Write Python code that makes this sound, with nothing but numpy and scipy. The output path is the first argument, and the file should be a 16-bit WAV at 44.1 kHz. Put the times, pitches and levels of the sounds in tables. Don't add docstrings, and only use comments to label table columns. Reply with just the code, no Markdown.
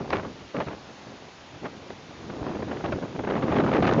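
import sys
import numpy as np
from scipy import signal
from scipy.fft import rfft, irfft, next_fast_len
from scipy.io import wavfile
from scipy.ndimage import uniform_filter1d, map_coordinates

SR = 44100
rng = np.random.default_rng(int(sys.argv[2]) if len(sys.argv) > 2 else 0)


def file_out(sig):
    cols = np.atleast_2d(sig).T
    lim = np.clip(cols, -1, 1)
    pcm = np.round(lim * 32767).astype(np.int16)
    wavfile.write(sys.argv[1], SR, pcm)


def natural_amplitude(level_db):
    exponent = np.asarray(level_db, float) / 20
    return 10 ** exponent


N = 176400

# time in seconds, strength in dB.
BREEZE = [(0, -38.5), (.2, -38), (.33, -46.5), (.52, -53), (.75, -48), (.95, -53), (1.12, -47),
          (1.33, -58.5), (1.52, -52.5), (1.75, -48), (2.0, -49.5), (2.17, -47.5), (2.3, -37.5), (2.6, -36),
          (3.0, -39.5), (3.2, -38.5), (3.55, -25.5), (4.0, -22.5)]
# start in seconds, peak in
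# dB, length in seconds, brightness in dB.
GUSTS = [(.002, -17, 0.01, -8), (.03, -33, 0.01, -3), (.06, -32, 0.011, -9),
         (0.101, -25.5, 0.028, 13), (0.127, -15, 0.0067, 12), (0.145, -19, 0.014, 9),
         (0.167, -24.5, 0.033, 12.5), (0.228, -24, .008, 5), (0.246, -23.5, 0.027, 4),
         (0.288, -28.5, 0.016, -10), (0.543, -19, 0.029, 1), (0.56, -20.5, 0.014, 4),
         (0.571, -16.5, 0.03, -8.5), (0.6, -19.5, .02, 8), (0.664, -20.5, 0.027, 4),
         (0.706, -27, 0.034, 8.5), (0.765, -34, .01, -8), (0.886, -35, .015, -1),
         (1.063, -29, 0.013, 2), (1.084, -35, 0.057, -9), (1.214, -37.5, 0.067, 6),
         (1.535, -32.5, 0.026, -13), (1.616, -27.5, 0.029, -14), (1.639, -22.5, 0.027, 6.5),
         (1.666, -27, 0.013, 0), (1.71, -34, 0.055, 2), (1.862, -33, .02, -6),
         (1.9, -21.5, 0.0059, -1), (2.089, -35.5, 0.031, -1),
         (2.297, -26.5, 0.0092, 6.5), (2.324, -38, 0.021, 14.5), (2.411, -19, 0.013, -13),
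                (2.447, -24, 0.025, 5), (2.463, -20, 0.013, 5), (2.48, -22, 0.038, 2.5),
                (2.55, -24.5, 0.014, 5), (2.591, -21, 0.0087, -0.5), (2.622, -22, 0.0063, 3),
                (2.678, -22.5, 0.02, 0), (2.709, -20, 0.02, 4), (2.752, -27.5, 0.049, 9),
                (2.837, -14, .014, 4), (2.878, -20.5, 0.035, -1), (2.922, -15.5, 0.0099, 3.5),
                (2.952, -17, 0.025, -7.5), (3.018, -17, .025, -9), (3.147, -18, .007, 2),
                (3.184, -19.5, 0.021, -1.5),
         (3.236, -17, 0.0098, 3.5), (3.269, -17.5, 0.025, 3.5), (3.298, -16, 0.045, 1),
                (3.354, -17.5, 0.035, 3.5), (3.424, -14.5, 0.019, -1), (3.478, -17.5, .012, 5.5),
                (3.497, -17, 0.012, 5), (3.514, -15, 0.019, 6), (3.55, -12, .03, 1),
                (3.584, -10.5, 0.031, -0.5), (3.635, -16.5, 0.04, 4), (3.682, -19, .006, 8),
                (3.712, -19.5, 0.014, 0), (3.729, -16.5, .04, 7.5), (3.78, -13, 0.0079, 0.5),
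                (3.821, -14, 0.031, 7), (3.865, -14.5, 0.018, 9), (3.92, -14, .008, 5),
                (3.956, -22, 0.017, 3), (3.976, -8.5, 0.0068, -5.5)]
# frequency in Hz, level in dB per Hz.
THUMP_TONE = [(30, -41.5), (70, -12), (120, -2), (250, 3), (450, -2), (800, -15), (1600, -29.5),
              (4000, -65)]
RASP_TONE = [(100, -40.5), (300, -3), (600, -0.5), (1200, -6.5), (2500, -19), (5000, -48), (8000, -53)]
CRACKLE_TONE = [(500, -32.5), (1200, -0.5), (2200, 5), (4000, -7), (7500, -26.5)]
# frequency in Hz, level in dB per Hz.
RUMBLE_TONE = [(20, -14), (40, -8.5), (80, 7), (140, 3), (250, -37)]
# frequency in Hz, level in dB per Hz.
WATER_TONE = [(25, -27), (70, -10.5), (150, -3), (300, -4), (800, 0.5), (1500, -5.5), (3800, -9.5),
              (8000, -19)]
# frequency in Hz, gain in dB.
BAND_EDGE = [(6800, 0), (7250, -9), (7450, -32), (7650, -14), (8050, -42), (8350, -24), (8600, -42),
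             (8750, -28), (9100, -70)]


def unit(x):
    return x / np.sqrt(np.mean(x ** 2) + 1e-20)


def wobble(rate):
    knots = rng.standard_normal(int(N * rate / SR) + 4)
    return map_coordinates(knots, [np.arange(N) * rate / SR])


def coloured(x, points):
    m = next_fast_len(N + 8192)
    hz, db = np.transpose(points)
    gain = natural_amplitude(np.interp(np.log(np.fft.rfftfreq(m, 1 / SR) + 1), np.log(hz + 1), db))
    return irfft(rfft(x, m) * gain, m)[..., :N]


def patchy(depth_db):
    z = signal.stft(rng.standard_normal(N), nperseg=512)[2]
    field = uniform_filter1d(rng.standard_normal(z.shape), size=6, axis=0)
    field = uniform_filter1d(field, size=10, axis=1)
    noise = signal.istft(z * natural_amplitude(depth_db * unit(field)), nperseg=512)[1]
    return unit(noise[:N])


def spikes(rate, spread_db):
    chance, side, size = rng.random((3, N))
    hit = chance < rate / SR
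    return unit(hit * np.sign(side - .5) * natural_amplitude(-spread_db * np.log(size + 1e-4)))


def river():
    level_db, spray_db, spray_per_s, spray_hz = -47.5, -13, 2800, 2500
    rush = unit(coloured(patchy(0.82), WATER_TONE))
    spray_tone = [(spray_hz / 5, -25), (spray_hz, 0), (spray_hz * 3, -14)]
    spray = unit(coloured(spikes(spray_per_s, 2.5), spray_tone))
    surge_db = 0.24 * wobble(3.9) + 0.17 * wobble(10)
    return natural_amplitude(level_db + surge_db) * (rush + natural_amplitude(spray_db) * spray)


def wind_power():
    attack_s, release_s, peak_to_rms_db = 0.0051, 0.015, -12
    front_db, front_s = 3, 0.0087
    t = np.arange(N) / SR
    breeze = natural_amplitude(np.interp(t, *np.transpose(BREEZE)))
    power = breeze ** 2
    bright = (breeze * natural_amplitude(-4)) ** 2
    for start, peak_db, length, bright_db in GUSTS:
        near = slice(max(round((start - .03) * SR), 0), round((start + .25) * SR))
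        u = t[near] - start
        rise = (np.minimum(u - attack_s, 0) / attack_s) ** 2
        fall = np.maximum(u - length, 0) / release_s
        shape = np.exp(-rise - fall)
        rms_db = peak_db + peak_to_rms_db
        edge_db = front_db * np.exp(-np.abs(u - attack_s) / front_s)
        power[near] += (natural_amplitude(rms_db) * shape) ** 2
        bright[near] += (natural_amplitude(rms_db + bright_db + edge_db) * shape) ** 2
    return power, bright


def eddy_stream(eddies, points, place):
    eddy_share, even_s, evenness = .4, .02, .65
    x = np.sqrt(eddy_share) * eddies + np.sqrt(1 - eddy_share) * patchy(1.9)
    x = unit(coloured(x, points))
    x = map_coordinates(x, [place], order=1, mode="wrap")
    local_power = np.abs(uniform_filter1d(x ** 2, size=round(even_s * SR)))
    return unit(x / (local_power + 0.064) ** (evenness / 2))


def rumble(power, loud):
    smooth_s, growth = 0.027, 0.72
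    slow = np.sqrt(np.abs(uniform_filter1d(power, size=round(smooth_s * SR))))
    level = natural_amplitude(-16.5 + 4.6 * wobble(7.5)) * loud * (slow / loud) ** growth
    return level * unit(coloured(patchy(2.3), RUMBLE_TONE))


def crackle(rasp, loud):
    growth, snaps_per_s = 1.6, 600
    tiny = unit(coloured(spikes(snaps_per_s, 3.8) + 0.83 * patchy(1.1), CRACKLE_TONE))
    return natural_amplitude(-28.5) * loud * (rasp / loud) ** growth * tiny


def wind():
    loud = natural_amplitude(-30)
    rasp_db, rasp_growth, trade = -9, 1.226, 0.1
    speed_swing, speed_per_s = .25, 220
    power, bright = wind_power()
    strength = np.sqrt(power)

    hurry = wobble(speed_per_s)
    place = np.cumsum(np.exp(speed_swing * hurry - speed_swing ** 2 / 2))
    eddies = spikes(700, 2.5)
    big = eddy_stream(eddies, THUMP_TONE, place)
    small = eddy_stream(eddies, RASP_TONE, place)

    thump = strength * (power / (power + bright)) ** trade
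    rasp = np.sqrt(bright) * (strength / loud) ** (rasp_growth - 1)
    low = rumble(power, loud)
    flow = crackle(rasp, loud) + thump * big + natural_amplitude(rasp_db + 0.91 * hurry) * rasp * small
    return natural_amplitude(1.04 * wobble(60)) * flow + low


def scene():
    return (river() + wind())[None]


def low_pass(x):
    return signal.sosfilt(signal.butter(12, 9000, fs=SR, output="sos"), x)


def record(dry):
    ceiling, knee = .4, 3
    held = dry / (1 + np.abs(dry / ceiling) ** knee) ** (1 / knee)
    return low_pass(coloured(held, BAND_EDGE))


dry = scene()
out = record(dry)
file_out(out)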